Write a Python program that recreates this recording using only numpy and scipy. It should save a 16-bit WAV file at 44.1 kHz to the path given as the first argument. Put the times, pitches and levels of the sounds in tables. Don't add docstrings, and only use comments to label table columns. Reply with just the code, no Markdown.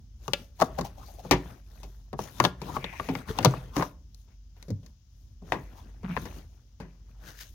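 import sys
import numpy as np
from scipy import signal
from scipy.fft import rfft, irfft, next_fast_len
from scipy.io import wavfile
from scipy.ndimage import uniform_filter1d

SR = 44100
rng = np.random.default_rng(int(sys.argv[2]) if len(sys.argv) > 2 else 0)


def inscribe(sig):
    pcm = np.round(np.clip(np.atleast_2d(sig).T, -1, 1) * 32767)
    wavfile.write(sys.argv[1], SR, pcm.astype(np.int16))


N = 332514
T = np.arange(N) / SR


def gain_of(db):
    return 10 ** (np.asarray(db) / 20)


def unit_rms(x):
    return x / np.sqrt(np.mean(x ** 2) + 1e-20)


def curve_at(points, hz):
    f, value = np.transpose(points)
    return np.interp(np.log(hz + 1), np.log(f + 1), value)


def add(mix, s, sound):
    part = mix[:, round(s * SR):][:, :sound.shape[1]]
    part += sound[:, :part.shape[1]]


def coloured(x, spectrum):
    size = next_fast_len(N)
    gains = gain_of(curve_at(spectrum, np.fft.rfftfreq(size, 1 / SR)))
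    return unit_rms(irfft(rfft(x, size) * gains, size)[..., :N])


def pair(x, likeness, left_db):
    right = likeness * x[0] + np.sqrt(1 - likeness ** 2) * x[1]
    return np.array([x[0], right * gain_of(-left_db)])


def band(x, lo_hz, hi_hz, order=3):
    return signal.sosfilt(signal.butter(order, [lo_hz, hi_hz], "band", fs=SR, output="sos"), x)


def ring(t, hz, db, t60):
    return gain_of(db - 60 * t / t60) * np.sin(2 * np.pi * hz * t)


def swell(t, rise, fall, roundness):
    return np.exp(-np.minimum(abs(t / np.where(t < 0, rise, fall)) ** roundness, 30))


def drift():
    return unit_rms(sum(np.sin(2 * np.pi * (hz * T + rng.random())) for hz in np.geomspace(.5, 6, 7)))


def workshop(rumble_db=-1, hiss_db=-72, hum_db=-2, waver_db=3, swell_db=2):
    # pitch in Hz, relative level in dB.
    tones = [(48.4, -50), (118.4, -66.5)]
    # time in seconds, relative level in dB.
    sway = [(0, -51.5), (.55, -49.5), (.8, -41.5), (1.1, -50), (1.7, -53), (2.5, -49.5), (3.1, -47.5),
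            (3.9, -50), (4.2, -54), (5.05, -57), (5.6, -47.5), (5.9, -51), (6.2, -43), (6.45, -52.5),
            (7.54, -55.5)]
    # frequency in Hz, relative level in dB.
    rumble_colour = [(15, -36.5), (30, -20), (45, -2), (62, 0), (85, -3.5), (120, -12.5), (157, -19),
                     (242, -23.5), (427, -41), (1000, -50.5), (2500, -62)]
    hiss_colour = [(500, -6.5), (2400, -9), (3000, -3), (4400, -5), (5300, 1.5), (6700, -0.5), (7500, -18),
                   (11000, -22), (15000, -13)]
    hum = sum(np.sqrt(2) * gain_of(db + waver_db * drift()) * np.sin(2 * np.pi * (hz * T + rng.random()))
              for hz, db in tones)
    sway_db = np.interp(T, *np.transpose(sway)) + swell_db * drift()
    rumble = coloured(pair(rng.standard_normal((2, N)), .97, .5), rumble_colour) * gain_of(sway_db)
    hiss = coloured(pair(rng.standard_normal((2, N)), 0, 10.5), hiss_colour)
    return gain_of(hum_db) * hum + gain_of(rumble_db) * rumble + gain_of(hiss_db) * hiss


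def room(x, build_up_s=.0022):
    # frequency in Hz, t60 in seconds.
    decays = [(100, .5), (400, 0.3759), (1000, 0.3332), (3000, 0.26), (6000, 0.27), (12000, 0.34)]
    # frequency in Hz, relative level in dB.
    colour = [(100, -0.5), (400, 0.5), (1000, -2.5), (2500, 0.5), (6000, 0.5), (12000, -7)]
    hz, t, bins = signal.stft(pair(rng.standard_normal((2, SR)), .35, 1.8), SR, nperseg=256)
    hz = hz[:, None]
    bins[1] += (bins[0] - bins[1]) / (1 + (hz / 550) ** 4)
    fade = gain_of(curve_at(colour, hz) - 60 * t / curve_at(decays, hz))
    tail = signal.istft(bins * fade * (1 - np.exp(-t / build_up_s)), SR, nperseg=256)[1]
    return signal.fftconvolve(x.mean(0)[None], tail / np.linalg.norm(tail[0]), axes=1)[:, :N]


def effort(roundness=1.5):
    # peak time, rise and fall in seconds, pressure and sleeve in relative dB.
    strokes = [(.26, 0.043, 0.065, -64, -65.5), (.39, 0.095, 0.07, -61.5, -64),
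               (.64, 0.043, 0.034, -57, -56), (.81, 0.11, 0.11, -56.5, -69), (1.1, .11, 0.11, -63.5, -64),
               (1.27, 0.053, 0.075, -55.5, -65.5), (1.489, 0.14, .08, -55.5, -67.5),
               (1.77, 0.11, 0.24, -67, -70), (2.205, 0.016, 0.091, -49.5, -54.5),
               (2.38, 0.065, 0.066, -62.5, -60), (2.458, 0.053, 0.026, -41, -52),
               (2.67, .05, 0.19, -49.5, -59.5), (3.05, .11, .1, -55, -58.5), (3.18, 0.069, 0.044, -48, -61),
               (3.3, 0.023, 0.041, -45, -56.5), (3.42, 0.058, 0.17, -44, -64),
               (3.62, 0.034, 0.069, -63.5, -70.5), (3.78, .02, 0.069, -43.5, -51),
               (4.2, .06, 0.052, -82.5, -74), (4.32, .05, .04, -73.5, -87.5),
               (4.61, 0.042, 0.14, -69, -76.5), (4.86, 0.031, 0.058, -71.5, -75.5),
               (5.22, .11, .09, -85.5, -78.5), (5.5, 0.043, 0.2, -58, -68.5),
               (5.82, 0.16, 0.15, -63, -78.5), (6.22, 0.099, 0.098, -51.5, -60.5),
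               (6.38, 0.073, 0.049, -55.5, -64), (6.52, .08, 0.17, -73, -80.5),
               (6.9, 0.063, 0.14, -71.5, -86.5), (7.1, .04, 0.066, -70.5, -80.5),
               (7.26, 0.057, 0.082, -58.5, -75), (7.46, .08, 0.11, -71.5, -66)]
    t = T[::64]
    powers = sum((gain_of([[press_db], [sleeve_db]]) * swell(t - s, rise, fall, roundness)) ** 2
                 for s, rise, fall, press_db, sleeve_db in strokes)
    return [np.interp(T, t, np.sqrt(power)) for power in powers]


def wandering_contact(x, patchy_db=3, patch_bins=9, patch_frames=7):
    bins = signal.stft(x, nperseg=512)[2]
    patches = uniform_filter1d(rng.standard_normal(bins.shape[:0:-1]).T, patch_bins, 0)
    patches = unit_rms(uniform_filter1d(patches, patch_frames, 1))
    return unit_rms(signal.istft(bins * gain_of(patchy_db * patches), nperseg=512)[1][:, :N])


def friction(stroke, spectrum, level_db, slips_per_s, spread_db, smooth, likeness, left_db):
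    slips = (rng.random(N) < slips_per_s / SR) * gain_of(spread_db * np.minimum(rng.exponential(1, N), 4))
    bursts = unit_rms(signal.lfilter([1], [1, -np.exp(-1000 / SR)], slips))
    drive = pair(rng.standard_normal((2, N)) * (bursts + smooth), likeness, left_db)
    return wandering_contact(coloured(drive, spectrum)) * stroke * gain_of(level_db)


def catches(stroke, level_db=-5, per_s=7, spread_db=4, low_hz=700, high_hz=6500, t60=.0084, left_db=7):
    t, out = np.arange(SR // 30) / SR, np.zeros(N)
    for hz in np.geomspace(low_hz, high_hz, 8):
        ticks = (rng.random(N) < per_s / SR) * gain_of(spread_db * np.minimum(rng.exponential(1, N), 3))
        out += signal.oaconvolve(ticks, ring(t, hz, 0, t60) * np.sqrt(low_hz / hz))[:N]
    return unit_rms(out) * stroke * gain_of([[level_db], [level_db - left_db]])


def rubbing():
    # frequency in Hz, relative level in dB.
    drag_colour = [(35, -19.5), (55, 3), (85, -1), (140, 2.5), (290, -3.5), (500, -8.5), (800, -38)]
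    scrape_colour = [(350, -25.5), (600, 3.5), (900, -0.5), (1200, -5), (1500, -4), (2400, -9.5),
                     (3600, -12), (5000, -18.5), (7500, -35.5)]
    fizz_colour = [(2000, -16), (3600, 5), (5000, 3.5), (6600, 7.5), (7500, -6.5), (10000, -1.5),
                   (13000, 1.5), (16000, -1.5)]
    pressure, sleeve = effort()
    drag = friction(pressure, drag_colour, level_db=6.5, slips_per_s=260, spread_db=2.5,
                    smooth=.89, likeness=1, left_db=5)
    scrape = friction(pressure, scrape_colour, level_db=1.5, slips_per_s=530, spread_db=2.5,
                      smooth=2.2, likeness=.27, left_db=6.5)
    fizz = friction(sleeve, fizz_colour, level_db=6.5, slips_per_s=500, spread_db=3,
                    smooth=1.4, likeness=.094, left_db=10.5)
    return drag + scrape + fizz + catches(pressure)


def panel_booms(rise_s=.0064):
    # start in seconds, level in dB, pitch in Hz, t60 in seconds.
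    booms = [(1.318, -24, 55, 0.6), (1.311, -12, 287, 0.11), (1.312, -18, 364, .2),
             (3.088, -20.5, 268, 0.17), (3.3, -21, 440, 0.082), (3.467, -8.5, 127.6, 0.12),
             (3.768, -18, 290, 0.12), (4.706, -26, 98, 0.26), (4.7035, -21, 202, 0.088),
             (4.701, -23.5, 278, 0.058), (4.868, -38, 61.4, 0.25)]
    out, t = np.zeros((2, N)), T[:SR]
    for s, db, hz, t60 in booms:
        boom = ring(t, hz, db, t60) * (1 - np.exp(-t / rise_s))
        add(out, s, boom[None])
    return out


def groan(jitter=.07, rasp_db=-12, overtone_db=-23, uneven_db=4, rasp_hz=(480, 1700)):
    # time in seconds, level in dB, slips per second.
    judder = [(6.029, -60, 168), (6.044, -36, 196), (6.072, -36.5, 183), (6.111, -33.5, 188),
              (6.139, -34.5, 196), (6.165, -58, 130)]
    s, db, hz = np.transpose(judder)
    wobble = unit_rms(uniform_filter1d(rng.standard_normal(N), 300))
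    turns = np.cumsum(np.interp(T, s, hz) * (1 + jitter * wobble)) / SR
    tone = np.sin(2 * np.pi * turns) + gain_of(overtone_db) * np.sin(4 * np.pi * turns)
    sizes = gain_of(uneven_db * np.clip(rng.standard_normal(N), -2, 2))[turns.astype(int)]
    slips = sizes * np.exp(-(turns % 1) / .15)
    rasp = unit_rms(band(rng.standard_normal((2, N)) * slips, *rasp_hz, order=2))
    tone = unit_rms(tone * uniform_filter1d(sizes, 200))
    envelope = gain_of(np.interp(T, s, db, left=-200, right=-200))
    return (tone + gain_of(rasp_db) * pair(rasp, .29, 7)) * envelope


def scrapes(body_q=4, chatter_db=3):
    # peak time, rise and fall in seconds, body level in dB, body pitch in Hz, grit in dB.
    strokes = [(.599, 0.004, 0.0082, -36.5, 800, -44.5), (.786, 0.0043, 0.0096, -26.5, 700, -42.5),
               (.852, 0.0046, 0.016, -35.5, 796, -41.5), (.985, 0.01, 0.027, -47.5, 730, -59),
               (1.035, 0.028, 0.01, -50, 1100, -60.5), (1.09, 0.0068, 0.017, -47.5, 750, -64),
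               (1.197, .012, 0.0096, -43, 690, -54.5), (2.7, 0.018, .012, -37, 960, -56),
               (2.761, 0.013, 0.01, -34, 1130, -42.5), (2.85, 0.027, 0.17, -42.5, 2250, -66.5),
               (2.942, 0.011, 0.015, -41, 900, -57), (3.292, 0.012, 0.024, -42, 1120, -48.5),
               (3.378, 0.011, .016, -40, 1070, -47), (3.766, 0.014, .01, -36, 1100, -43),
               (3.833, .005, 0.016, -40, 1150, -46), (5.781, 0.021, 0.023, -51.5, 930, -57),
               (6.135, 0.034, .02, -45, 2350, -70), (7.287, 0.03, 0.041, -50, 1600, -48),
               (7.412, 0.019, 0.025, -50.5, 1640, -42)]
    # frequency in Hz, relative level in dB.
    grit_colour = [(1200, -11.5), (2000, -4), (3000, -0.5), (4200, -1.5), (6400, 0.5), (7500, -12),
                   (10000, -11), (14000, -6.5)]
    slipping = gain_of(chatter_db * unit_rms(uniform_filter1d(rng.standard_normal(N), 90)))
    grit = coloured(pair(rng.standard_normal((2, N)) * slipping, .4, 6.2), grit_colour)
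    drive = pair(rng.standard_normal((2, N)) * slipping, .36, 6.7)
    out = np.zeros((2, N))
    for s, rise, fall, body_db, hz, grit_db in strokes:
        span = (T > s - 4 * rise) & (T < s + 4 * fall)
        stroke = swell(T[span] - s, rise, fall, roundness=1)
        body = signal.lfilter(*signal.iirpeak(hz, body_q, SR), band(drive[:, span], hz * .6, hz * 1.25))
        out[:, span] += stroke * (gain_of(body_db) * unit_rms(body) + gain_of(grit_db) * grit[:, span])
    return out


def tool_taps(left_db=3):
    # pitch in Hz, level against the tap in dB, t60 in seconds.
    shank = [(563, 3.5, .055), (2369, -12, .07), (2640, -3.5, .065), (2887, -3.5, .06), (3100, -17, .11),
             (3560, -8.5, .06), (6950, -13.5, .055)]
    # start in seconds, strength in dB.
    taps = [(.3345, -24.5), (2.843, -40.5)]
    out = np.zeros((2, N))
    for s, tap_db in taps:
        clink = sum(ring(T[:SR], hz, db + tap_db, t60) for hz, db, t60 in shank)
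        add(out, s, clink * gain_of([[0], [-left_db]]))
    return out


def hollow_sill(t, blow_spectrum, spread_db=2, detune=.008, shade_db=3):
    # pitch in Hz, level against the blow in dB, t60 in seconds.
    modes = [(140, -2.5, 0.15), (180, -12.5, 0.28), (284.3, -4, 0.068), (377, -17, 0.21), (483, -13, .12),
             (601, -15, 0.19), (760, -10.5, .09), (935, -10, 0.045), (1180, -14, 0.098),
             (1410, -15.5, 0.18), (1640, -14, 0.11), (2164, -15.5, .09), (2640, -12, .045),
             (3600, -9, 0.075), (4640, -10.5, 0.04), (6570, -10, .05)]
    out = np.zeros((2, len(t)))
    for hz, db, t60 in modes:
        blow_db = curve_at(blow_spectrum, hz) + spread_db * rng.standard_normal()
        mode = ring(t[t < t60], hz * (1 + detune * rng.standard_normal()), db + blow_db, t60)
        right_db = -shade_db * np.log2(1 + hz / 700)
        out[:, :len(mode)] += mode * gain_of([[0], [right_db]])
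    return out


def hit(levels_db, clack_hz, snap_hz, rattle_t60, clack_width_hz=200, snap_width_hz=450,
        broad_share=.73, snap_reach=1.6, blunting_db_per_s=35, port_gap_s=.0001):
    # low and high edge in Hz, shortest t60 in
    # seconds, share of the rattle's t60, shock against rattle in dB, left-right likeness, left louder
    # in dB, right later in seconds (capped at the travel time between the microphone's two ports).
    voices = [(115.5, 195, 0.11, 0.87, -5, 0.94, 0.9, 0.00028),
              (236, 520, 0.057, .9, -5.5, .93, 4, 0.00045),
              (564, 1150, 0.018, 0.99, -0.5, 0.59, 5.5, 0.0000047),
              (1410, 4300, .008, 1, -7, 0.45, 8.5, 0.0007),
              (3900, 6480, 0.0096, 0.55, -3, 0.31, 11.5, 0.00054),
              (8200, 22000, .008, .5, -5, .5, 12.5, 0.0019)]
    t = np.arange(SR // 4) / SR
    out, blow_spectrum = np.zeros((2, len(t))), []
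    resonances = {"clack": (clack_hz, clack_width_hz), "snap": (snap_hz, snap_width_hz)}
    for (name, db), row in zip(levels_db.items(), voices):
        lo_hz, hi_hz, shortest, share, shock_db, likeness, left_db, lag = row
        decay = gain_of(np.maximum(-60 * t / (shortest + share * rattle_t60), -150))
        shake = rng.standard_normal((2, len(t))) * decay
        parts = band(np.vstack([shake, (t == 0) + 1e-12]), lo_hz, hi_hz)
        parts /= np.linalg.norm(parts, axis=1, keepdims=True)
        rattle = pair(parts[:2], likeness, 0)
        shock = parts[2] * gain_of(shock_db - blunting_db_per_s * rattle_t60)
        voice = rattle + shock
        if name in resonances:
            hz, width = resonances[name]
            voice = broad_share * voice + signal.lfilter(*signal.iirpeak(hz, hz / width, SR), voice)
        if name == "snap":
            voice = band(voice, lo_hz / 2, snap_reach * snap_hz, order=2)
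        voice[1] = np.interp(t - min(lag, port_gap_s), t, voice[1], left=0)
        voice *= np.sqrt(SR // 50) / np.linalg.norm(voice, axis=1, keepdims=True)
        out += voice * gain_of([[db], [db - left_db]])
        blow_spectrum.append((np.sqrt(lo_hz * hi_hz), db))
    return out + hollow_sill(t, blow_spectrum)


def prying(level_db=-1):
    # start in seconds, relative strength in dB, then weight, snap and edge in dB against
    # the clack, clack and snap pitch in Hz, t60 of the rattle in seconds.
    hits = [(.28, -32.5, -5.5, -9.5, -9, 1050, 2850, 0.017), (.334, -34.5, -15, 12, 4.5, 590, 2900, 0.021),
            (.601, -34, -10, -8, -7, 1110, 1600, 0.043), (.612, -27.5, -13, -11, -7.5, 720, 1610, 0.046),
            (0.6181, -15.5, -18, -15, -20.5, 595, 1600, 0.019),
            (0.6228, -20, -16, -15, -15, 1010, 1600, .02),
            (.788, -29.5, 0.5, -10.5, -13.5, 550, 1590, 0.058),
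            (.811, -35.5, -5, -12, -5.5, 1050, 1610, 0.038),
            (1.249, -42.5, 1.5, -25, -20, 803, 2580, 0.049), (1.311, -16.5, -5, -2, -4.5, 836, 2160, 0.12),
            (1.832, -46.5, -3.5, -6, -3.5, 644, 2640, 0.12), (2.13, -35.5, 0, -13.5, -19, 570, 1686, .04),
            (2.191, -29.5, -7.5, -20, -17, 580, 2760, 0.014),
            (2.401, -15.5, -11.5, -8, -14, 1130, 1870, 0.022),
            (2.44, -25.5, -10, -5, -7.5, 675, 3420, 0.05), (2.45, -19, -8.5, -1.5, -11, 870, 3700, 0.019),
            (2.617, -40, 2, -7, -7, 935, 2430, 0.063), (2.766, -26, -12.5, -15, -30, 1150, 1690, 0.023),
            (2.8426, -39, -0.5, 6, -12, 834, 3800, 0.02), (2.998, -29, -15.5, -6, -28, 1140, 1750, 0.008),
            (3.088, -32, 3.5, -4.5, -16.5, 760, 2270, 0.11), (3.152, -36, -4, 1.5, -10.5, 840, 2220, 0.019),
            (3.3873, -24, -10.5, -6, -11, 760, 2720, 0.012), (3.428, -44, 8.5, 6, 1, 600, 1820, 0.17),
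            (3.4475, -17.5, -4, -8.5, -0.5, 1090, 2260, 0.018),
            (3.457, -20, -1, -5.5, -12, 620, 3700, 0.037), (3.5384, -31, -11, -19, -31, 1180, 1670, 0.021),
            (3.766, -30, 0, -5, -7.5, 800, 1620, 0.026), (3.779, -32.5, 2, -8, -12, 567, 1690, .08),
            (3.797, -29.5, -4.5, -18, -26, 1080, 1600, .028),
            (3.809, -30, -16, -9.5, -26, 1128, 1900, 0.056),
            (3.8238, -24, -24.5, -10, -18.5, 990, 1600, 0.041), (4.146, -78.5, 5, 5, 23, 742, 3740, .02),
            (4.283, -71.5, -2, -2, -5, 900, 2600, .06), (4.566, -65.5, 2, -0.5, -6.5, 760, 2500, 0.075),
            (4.6266, -63.5, 3.5, 8.5, 12.5, 899, 2030, .023), (4.683, -61, 27.5, -1, 4.5, 584, 1780, 0.15),
            (4.704, -55, 27, -2.5, 5, 568, 1840, .046), (4.831, -71.5, 23, 5, 2, 571, 3700, .13),
            (4.8624, -68.5, 4.5, 5, 11.5, 1180, 1700, .034),
            (5.421, -56.5, 14, -19.5, -13.5, 640, 1570, 0.22),
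            (5.521, -24, -13, -1.5, -17.5, 830, 1780, 0.013), (5.529, -28, -4, -7, -18.5, 954, 1660, 0.16),
            (6.032, -52.5, 9, -11, -12.5, 1000, 1980, .05),
            (6.166, -29.5, -24, -3.5, -23, 1000, 1700, .015), (6.173, -34, -2, 0.5, -26, 1080, 1570, .017),
            (6.255, -45, 2.5, 1, -5, 880, 1590, 0.099), (6.801, -45.5, 6.5, -2, -9, 909, 1620, 0.24)]
    out = np.zeros((2, N))
    for s, strength_db, weight_db, snap_db, edge_db, clack_hz, snap_hz, rattle_t60 in hits:
        balance_db = dict(thump=weight_db, knock=.68 * weight_db - .5, clack=0,
                          snap=snap_db, click=edge_db, tick=edge_db - 6.5)
        levels_db = {name: strength_db + db for name, db in balance_db.items()}
        add(out, s, hit(levels_db, clack_hz, snap_hz, rattle_t60))
    return gain_of(level_db) * out


def scene(room_db=-17):
    work = prying() + tool_taps() + panel_booms() + groan() + scrapes()
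    return work + gain_of(room_db) * room(work) + rubbing() + workshop()


def record(dry, bass_cut_hz=36, ceiling=.96, top_hz=16300):
    lean = signal.sosfilt(signal.butter(4, bass_cut_hz, "high", fs=SR, output="sos"), dry)
    limited = np.clip(lean, -ceiling, ceiling)
    low_pass = signal.firwin(255, top_hz, window=("kaiser", 9), fs=SR)
    return signal.oaconvolve(limited, low_pass[None], "same")


dry = scene()
out = record(dry)
inscribe(out)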